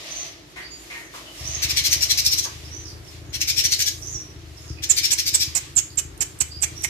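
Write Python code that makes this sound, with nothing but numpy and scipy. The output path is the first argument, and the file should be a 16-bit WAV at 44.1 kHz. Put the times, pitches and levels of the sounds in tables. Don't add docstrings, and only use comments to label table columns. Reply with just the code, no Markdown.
import sys
import numpy as np
from scipy import signal
from scipy.fft import rfft, irfft
from scipy.io import wavfile

SR = 44100
rng = np.random.default_rng(int(sys.argv[2]) if len(sys.argv) > 2 else 0)


def to_wav(sig):
    pcm = np.clip(np.atleast_2d(sig), -1, 1) * 32767
    pcm = np.round(pcm).astype(np.int16)
    wavfile.write(sys.argv[1], SR, pcm.T)


N = 303849


def amp(db):
    return 10 ** (np.asarray(db) / 20)


def rms_one(x):
    return x / np.sqrt(np.mean(x ** 2) + 1e-20)


def in_time(rows):
    s, value = np.transpose(rows)
    return np.interp(np.arange(N) / SR, s, value)


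def at_hz(points, hz):
    curve_hz, value = np.array(points).T
    return np.interp(np.log(hz), np.log(curve_hz), value)


def colour(x, db_at):
    size = x.shape[-1]
    hz = np.arange(1, size // 2 + 2) * SR / size
    return irfft(rfft(x) * amp(db_at(hz)), size)


def drift(rate, size):
    r = np.exp(-2 * np.pi * rate / SR)
    wander = signal.lfilter([1], [1, -2 * r, r * r], rng.standard_normal(size + SR))
    return rms_one(wander[SR:])


def resonance(x, hz, width_hz):
    r = np.exp(-np.pi * width_hz / SR)
    feedback = [1, -2 * r * np.cos(2 * np.pi * hz / SR), r * r]
    return signal.lfilter(np.array([1, 0, -1]) * (1 - r * r) / 2, feedback, x)


def add(track, s, sound):
    i = round(s * SR)
    track[i:i + len(sound)] += sound[:N - i]


def rasp(size, uneven_db):
    return rng.standard_normal(size) * amp(uneven_db * drift(620, size))


def voice(hz, size, wander, breath_db):
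    pitch = hz * (1 + wander * drift(219.5, size) + wander * drift(29.02, size))
    phase = 2 * np.pi * np.cumsum(pitch) / SR
    buzz = sum(np.cos(k * phase) for k in range(1, 12))
    flicker = amp(3 * drift(400, size))
    return rms_one(buzz) * flicker + amp(breath_db) * rasp(size, uneven_db=4.5)


# [t/s, relative level/dB, throat resonance f/Hz, swell t/s]
CHATTER = [(1.6304, -13, 5590, 0.0095), (1.699, -13, 5500, 0.0072), (1.77, -11, 3980, 0.016),
           (1.8468, -9.5, 5000, 0.019), (1.917, -10, 5830, 0.017), (2.0194, -9.5, 5610, 0.013),
           (2.0988, -11, 4040, 0.018), (2.1843, -9.5, 4980, 0.0063), (2.2511, -10.5, 5270, 0.018),
           (2.324, -10, 6190, 0.0032), (2.3854, -14, 6300, 0.0043), (2.441, -19.5, 6400, 0.0037),
           (3.3389, -20, 5740, 0.015), (3.412, -15.5, 5300, 0.0097), (3.4831, -11.5, 5270, 0.016),
           (3.5713, -10.5, 5540, 0.025), (3.6452, -11, 5740, 0.0087), (3.7153, -12, 4330, .018),
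           (3.7943, -11.5, 6090, 0.022), (3.869, -12.5, 6730, 0.0072), (4.8344, -19.5, 6660, 0.0061),
           (4.9023, -18.5, 6760, 0.011), (4.9726, -12.5, 4426, 0.016), (5.038, -10.5, 5305, 0.013),
           (5.1138, -14, 5345, 0.0031), (5.1886, -14, 5300, 0.0084), (5.2675, -14, 4830, 0.014),
           (5.3427, -14, 6610, 0.0074), (5.406, -12, 5000, .015)]
# [f/Hz, relative level/dB]
CHATTER_SPECTRUM = [(760, -62), (1300, -23), (1760, -3), (2200, 1.5), (3000, 1), (4100, 8.5), (4500, 7),
                    (5600, 10.5), (6400, 6), (7400, -5), (8300, -7), (10000, -15), (12000, -12),
                    (14500, -15)]
LEAD_S, FADE_S, BURST_GAP_S = .016, .014, .3
TREBLE_DB = 7
LOW_START_DB, LOW_SAG_DB_PER_S = 6, 12


def chatter():
    out, t = np.zeros(N), np.arange(4096) / SR
    last = -1
    for s, db, hz, swell in CHATTER:
        if s - last > BURST_GAP_S:
            burst = s
        last = s
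        low_db = LOW_START_DB - LOW_SAG_DB_PER_S * (s - burst)

        def shape(f):
            throat = 4 * np.exp(-((f - hz) / 400) ** 2)
            treble = TREBLE_DB / (1 + (8000 / f) ** 6)
            low = low_db / (1 + (f / 3300) ** 6)
            return at_hz(CHATTER_SPECTRUM, f) + throat + treble + low

        top = swell + LEAD_S
        rise = np.sin(np.pi / 2 * t / top)
        fade = np.exp(-(np.maximum(t - top, 0) / FADE_S) ** 2)
        envelope = np.where(t < top, np.maximum(rise, 0) ** 1.4, fade)
        source = voice(hz / 4, len(t), wander=.06, breath_db=4)
        add(out, s - LEAD_S, amp(db) * envelope * rms_one(colour(source, shape)))
    return out


# [t/s, relative level/dB, settling f/Hz, rasp level/dB, low note level/dB,
# low note f/Hz, swell t/s, hold until t/s after the start]; rasp and low note are relative to the chip
CHIPS = [(4.891, -17, 7390, -13, -37, 2540, 0.0078, 0.026), (5.1164, -18, 7100, -5, -27, 3180, .011, .013),
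         (5.339, -15.5, 7690, -9, -16, 2290, 0.0074, 0.013),
         (5.5477, -27, 7600, -1, -18, 2360, 0.0017, 0.027),
         (5.7604, -20.5, 7250, -7.5, -19.5, 3220, 0.0069, 0.03),
         (5.9693, -24, 7360, -2.5, -13.5, 2930, 0.02, .019),
         (6.2038, -21.5, 7240, -5.5, -9, 3040, 0.0057, 0.016),
         (6.401, -19, 7580, -2, -1, 2990, 0.01, 0.0073), (6.6156, -22.5, 7630, -3, -4, 2200, 0.016, 0.02),
         (6.832, -25.5, 7990, -2.5, -0.5, 2080, 0.0057, .013)]
# [f/Hz, relative level/dB]
CHIP_SPECTRUM = [(350, -26), (600, -21.5), (1360, -16.5), (2000, -9), (2310, -5.5), (3140, -11.5),
                 (3840, -15), (6050, -4), (7590, -2.5), (9910, -15.5), (14600, -20)]
# [t/s, relative level/dB]
TICKS = [(5.7545, -24), (5.957, -26), (6.1767, -28), (6.3886, -28), (6.608, -29), (6.822, -25)]


def chips():
    out, t = np.zeros(N), np.arange(4096) / SR
    for s, db, hz, rasp_db, low_db, low_hz, swell, length in CHIPS:
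        body = np.clip(t / swell, 0, 1) * np.exp(-(np.maximum(t - length, 0) / 0.0013) ** 1.2)
        pitch = hz * (1 + 0.1063 * np.exp(-t / 0.0043) - 1.4 * t + 0.043 * drift(614, len(t)))
        broken = drift(140, len(t))
        tone = broken * np.sin(2 * np.pi * np.cumsum(pitch) / SR)

        hiss = rms_one(colour(rasp(len(t), uneven_db=0.5), lambda f: at_hz(CHIP_SPECTRUM, f)))
        hiss_fade = np.exp(-(np.maximum(t - length - .004, 0) / 0.0086) ** 1.36)
        trailing = np.clip(t / (swell + 0.0051), 0, 1) * hiss_fade

        low = rms_one(resonance(rasp(len(t), uneven_db=5.0), low_hz, 350))
        low_fade = np.exp(-(np.maximum(t - length - .005, 0) / 0.0044) ** 2.0)
        late = np.clip((t - .011) / 0.01, 0, 1) * low_fade

        chip = body * tone + amp(rasp_db) * trailing * hiss + amp(low_db) * late * low
        add(out, s, amp(db) * chip)
    for s, db in TICKS:
        snap = resonance(resonance(rng.standard_normal(len(t)), 9000, 3000), 9400, 4000)
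        add(out, s, amp(db) * np.exp(-t / 0.00024) * rms_one(snap))
    return out


# [f/Hz, left minus right level/dB]
CHATTER_LEAN = [(60, 1.0), (180, 2.0), (550, 29), (1650, 10), (4970, 5.5), (15000, 4.5)]
# [f/Hz, left minus right level/dB]
CHIP_LEAN = [(400, -32), (2400, -8.5), (7500, -16), (11000, -6), (15000, 3)]
HEAD_TURNS_PER_S, STILL_SHARE = 3.3, .7


def cage(x, lean, scatter_db, count):
    t, x = np.arange(800) / SR, np.append(x, 0)
    bright = signal.lfilter([1, -.85], 1, rng.standard_normal((3, 2, len(t))))
    paths = amp(scatter_db) * np.exp(-t / 0.0033) * bright
    head = 2 * np.pi * HEAD_TURNS_PER_S * np.arange(len(x)) / SR
    shares = (STILL_SHARE, np.cos(head), np.sin(head))
    scattered = sum(signal.fftconvolve((x * share)[None], way, axes=1) for share, way in zip(shares, paths))

    even = N + N % 2
    direct = np.array([np.roll(x, count), x])
    left, right = scattered[:, :even] + direct[:, :even]
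    half = lambda hz: at_hz(lean, hz) / 2
    return np.array([colour(left, half)[:N], colour(right, lambda hz: -half(hz))[:N]])


# [t/s, length t/s, first f/Hz, middle f/Hz, last f/Hz, relative level/dB, roughness (held to 0-1)]
WHISTLES = [(.1, 0.19, 5980, 6240, 5820, -35, 0.14), (0.616, 0.15, 4560, 4720, 4720, -45, 0.1),
            (0.691, 0.16, 6830, 6930, 7150, -51.5, 0.2), (1.02, 0.092, 6500, 6300, 5700, -53.5, .8),
            (1.37, 0.21, 5480, 5440, 5500, -44.5, .3), (1.449, .17, 5670, 6400, 5800, -36, .5),
            (2.637, 0.083, 5200, 5350, 5480, -47, 0.7), (2.7, 0.22, 5710, 6065, 5590, -44, 0.3),
            (2.837, .1, 5440, 4970, 4570, -46, 1), (3.04, .08, 5720, 5300, 4640, -46.5, 1.05),
            (3.102, 0.11, 4300, 4240, 4400, -57.5, .6), (3.245, 0.083, 6570, 6680, 6700, -57, .2),
            (4.012, 0.15, 5720, 6200, 6500, -39.5, 0.8), (4.09, 0.095, 6950, 6870, 6930, -45, .4),
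            (4.138, 0.095, 5900, 5740, 5710, -38, 0.1), (4.23, 0.18, 5680, 5680, 5600, -58, 0.4),
            (4.555, 0.17, 5370, 5390, 5350, -51, 0.9), (4.586, 0.15, 7140, 6500, 6530, -52.5, 1),
            (4.67, 0.14, 5250, 5040, 4620, -52, 1), (4.765, 0.062, 2500, 2520, 2420, -48.5, .2),
            (5.9, .06, 4650, 4730, 4650, -51, .8), (6.503, 0.098, 4776, 4790, 5010, -42.5, 0.14),
            (6.753, .15, 5570, 5800, 5450, -43, .25)]
WHISTLE_RISE_S, WHISTLE_END_S, WHISTLE_SAG_DB = 0.02, 0.024, 9.5


def whistles():
    out = np.zeros(N)
    wobble, flutter, beating = 1 + .003 * drift(100, N), amp(4 * drift(30, N)), drift(400, N)
    for s, length, first_hz, middle_hz, last_hz, db, rough in WHISTLES:
        span = slice(round(s * SR), min(round((s + length) * SR), N))
        t = np.arange(span.stop - span.start) / SR
        part, rough = t / length, np.clip(rough, 0, 1)
        arch_hz = (2 * middle_hz - first_hz - last_hz) * 2 * part * (1 - part)
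        hz = first_hz + (last_hz - first_hz) * part + arch_hz
        tone = np.sin(2 * np.pi * np.cumsum(hz * wobble[span]) / SR)
        edge = np.clip(np.minimum(t / WHISTLE_RISE_S, (length - t) / WHISTLE_END_S), 0, 1)
        strength = np.sqrt(1 - rough) + np.sqrt(rough) * beating[span]
        out[span] += edge * amp(db - WHISTLE_SAG_DB * part) * flutter[span] * strength * tone
    return out


# [f/Hz, left-right correlation]
LIKENESS = [(60, 0.87), (240, 0.96), (950, -0.16), (3770, 0.024), (15000, -0.062)]


def far_noise(spectrum):
    def share(sign):
        likeness = lambda hz: np.clip(at_hz(LIKENESS, hz), -.98, .98)
        return lambda hz: at_hz(spectrum, hz) + 10 * np.log10(1 + sign * likeness(hz))

    mid, side = rng.standard_normal((2, N + N % 2))
    mid, side = colour(mid, share(1))[:N], colour(side, share(-1))[:N]
    return rms_one(np.array([mid + side, mid - side]))


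# [t/s, level/dB]
BUSTLE = [(0, -36.5), (.266, -36), (.426, -53), (.84, -47.5), (.948, -43), (1.09, -54), (1.158, -40),
          (1.31, -47.5), (1.386, -40), (1.6, -34), (2.55, -42), (2.79, -49), (3.02, -53), (3.14, -47),
          (3.3, -55), (3.98, -51), (4.21, -48), (4.37, -52), (4.62, -49), (4.81, -55), (5.62, -41),
          (5.74, -50), (6.05, -56.5), (6.6, -51), (6.89, -44)]
# [t/s, level/dB]
HISS = [(0, -50.5), (.266, -49), (.426, -68), (.52, -55), (.56, -74), (.836, -50), (.948, -55),
        (1.006, -49), (1.104, -58), (1.158, -43.5), (1.278, -54.5), (1.386, -44.5), (1.6, -47.5),
        (2.55, -50.5), (2.86, -59), (2.904, -52), (3.022, -61), (3.12, -53), (3.32, -67), (3.98, -48),
        (4.1, -49.5), (4.374, -66), (4.622, -52), (4.81, -64), (5.62, -53), (5.93, -55), (6.05, -68),
        (6.29, -54), (6.6, -60), (6.89, -47)]
# [f/Hz, relative level/dB]
BUSTLE_SPECTRUM = [(710, -27), (1200, -13), (1430, -25), (1900, -10.5), (3570, -10), (5370, -11),
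                   (6180, -12), (8500, -28.5), (11000, -67), (18700, -120)]
# [f/Hz, relative level/dB]
HISS_SPECTRUM = [(4120, -34), (7000, 10), (7840, 4), (13900, 0.5), (14900, -30), (15100, -31), (15200, -73)]


def bustle():
    low = amp(in_time(BUSTLE) + 0.91 * drift(9.4, N)) * far_noise(BUSTLE_SPECTRUM)
    high = amp(in_time(HISS) + 1.0 * drift(5.4, N)) * far_noise(HISS_SPECTRUM)
    return low + high


# [t/s, relative level/dB, f/Hz, t60 t/s]
KNOCKS = [(0.559, -39, 1930, 0.34), (.9, -38.5, 2170, 0.27), (.936, -45.5, 1890, .67),
          (1.137, -42.5, 1070, 0.18), (1.256, -44.5, 2950, .16), (2.449, -35, 1080, 0.067),
          (4.637, -57, 1270, 0.25)]


def knocks():
    out, t = np.zeros(N), np.arange(SR // 2) / SR
    for s, db, hz, t60 in KNOCKS:
        noise = rng.standard_normal(len(t))
        main = rms_one(resonance(noise, hz, 160))
        lower = amp(-8.5) * rms_one(resonance(noise, 0.44 * hz, 1100))
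        add(out, s, amp(db - 60 * t / t60) * np.clip(t / 0.0028, 0, 1) * (main + lower))
    return out


# [t/s, relative level/dB]
ENGINE = [(1.39, -36.5), (1.83, -35.5), (1.97, -40), (3.1, -41.5), (4.1, -40.5), (4.38, -43.5),
          (4.8, -34.5), (4.94, -42), (5.04, -38.5), (5.16, -44), (5.19, -44), (5.36, -44), (5.79, -44),
          (6.02, -43.5), (6.29, -46.5), (6.72, -40), (6.89, -44)]
# [t/s, firings per s]
FIRING = [(1.39, 25), (2.2, 27.2), (4.4, 27.5), (4.6, 20.3), (4.95, 19.5), (5.2, 27), (6.89, 27)]
# [f/Hz, width f/Hz, relative level/dB]
EXHAUST = [(60.6, 36, -18), (78, 17, 0.5), (113, 19.5, -6.5), (322, 94, -13.5)]


def engine():
    firings = np.cumsum(in_time(FIRING) * (1 + .04 * drift(8, N))) / SR
    at = np.flatnonzero(np.diff(np.floor(firings)) > 0)
    puffs = np.zeros(N) + 1e-18
    weaker_db = -6 * (np.arange(len(at)) % 2)
    puffs[at] = amp(weaker_db + 2.5 * rng.standard_normal(len(at)))
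    body = signal.sosfilt(signal.butter(3, [48, 150], "band", fs=SR, output="sos"), puffs)
    pipe = sum(amp(db) * rms_one(resonance(body, hz, width_hz)) for hz, width_hz, db in EXHAUST[:-1])
    hz, width_hz, db = EXHAUST[-1]
    can = resonance(resonance(puffs, hz, width_hz), hz, width_hz)
    pipe = pipe + amp(db) * rms_one(can)
    started = np.clip((np.arange(N) / SR - ENGINE[0][0]) / 0.046, 0, 1)
    return started * amp(in_time(ENGINE)) * rms_one(pipe)


# [t/s, level/dB]
DRONE = [(0, -53), (.1, -47), (.5, -63.5), (1.1, -58.5), (1.4, -51.5), (2.9, -64.5), (3.1, -62), (4.8, -62),
         (5.7, -84), (6.89, -60)]
DRONE_HZ, DRONE_WIDTH_HZ, DRONE_WAVER_DB = 643, 97, 2


def drone():
    band = rms_one(resonance(rng.standard_normal(N), DRONE_HZ, DRONE_WIDTH_HZ))
    return amp(in_time(DRONE) + DRONE_WAVER_DB * drift(4.5, N)) * band


# [f/Hz, relative level/dB]
TOWN = [(15, -62), (25, -86), (54, 4.5), (73, -9), (88, -8), (143, -6), (238, -16.5), (311, -1.5),
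        (491, -14.5), (576, -18), (934, -18.5), (1780, -19), (3300, -27.5), (14000, -36.5), (15200, -39)]
TOWN_DB = -47


def town():
    return amp(TOWN_DB + 1.2 * drift(3, N)) * far_noise(TOWN)


YARD_T60_S, YARD_LOWPASS_HZ = 0.29, 21000


def yard(x):
    t = np.arange(SR // 2) / SR
    noise = rng.standard_normal((2, len(t)))
    lowpassed = signal.sosfilt(signal.butter(1, YARD_LOWPASS_HZ, fs=SR, output="sos"), noise)
    reflections = lowpassed + (noise - lowpassed) * amp(-200 * t)
    tail = amp(-60 * t / YARD_T60_S) * np.clip(t / 0.0064, 0, 1) * reflections
    return signal.fftconvolve(x[None], tail / np.sqrt(np.sum(tail[0] ** 2)), axes=1)[:, :N]


def place(x, pan_db, count):
    return np.array([np.roll(x, count) * amp(pan_db / 2), x * amp(-pan_db / 2)])


def scene():
    near, right, far, blows, motor = chatter(), chips(), whistles(), knocks(), engine()
    birds = amp(-10.0) * cage(near, CHATTER_LEAN, -13.5, count=-5)
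    birds = birds + cage(right, CHIP_LEAN, -15.5, count=13)
    birds = birds + amp(3.5) * place(far, -15.0, count=4)
    bird_send = amp(-9.0) * near + amp(-4.0) * right + amp(7.0) * far
    wet = yard(bird_send + amp(7.0) * blows + amp(-13.5) * motor)
    yard_work = place(blows, 4.5, count=-8) + place(motor, 1.2, count=-8)
    return birds + wet + bustle() + yard_work + drone() + town()


CUTOFF_HZ = 14600


def record(dry):
    rounded = .9 * np.tanh(dry / .9)
    return signal.sosfilt(signal.ellip(9, .5, 65, CUTOFF_HZ, fs=SR, output="sos"), rounded)


dry = scene()
out = record(dry)
to_wav(out)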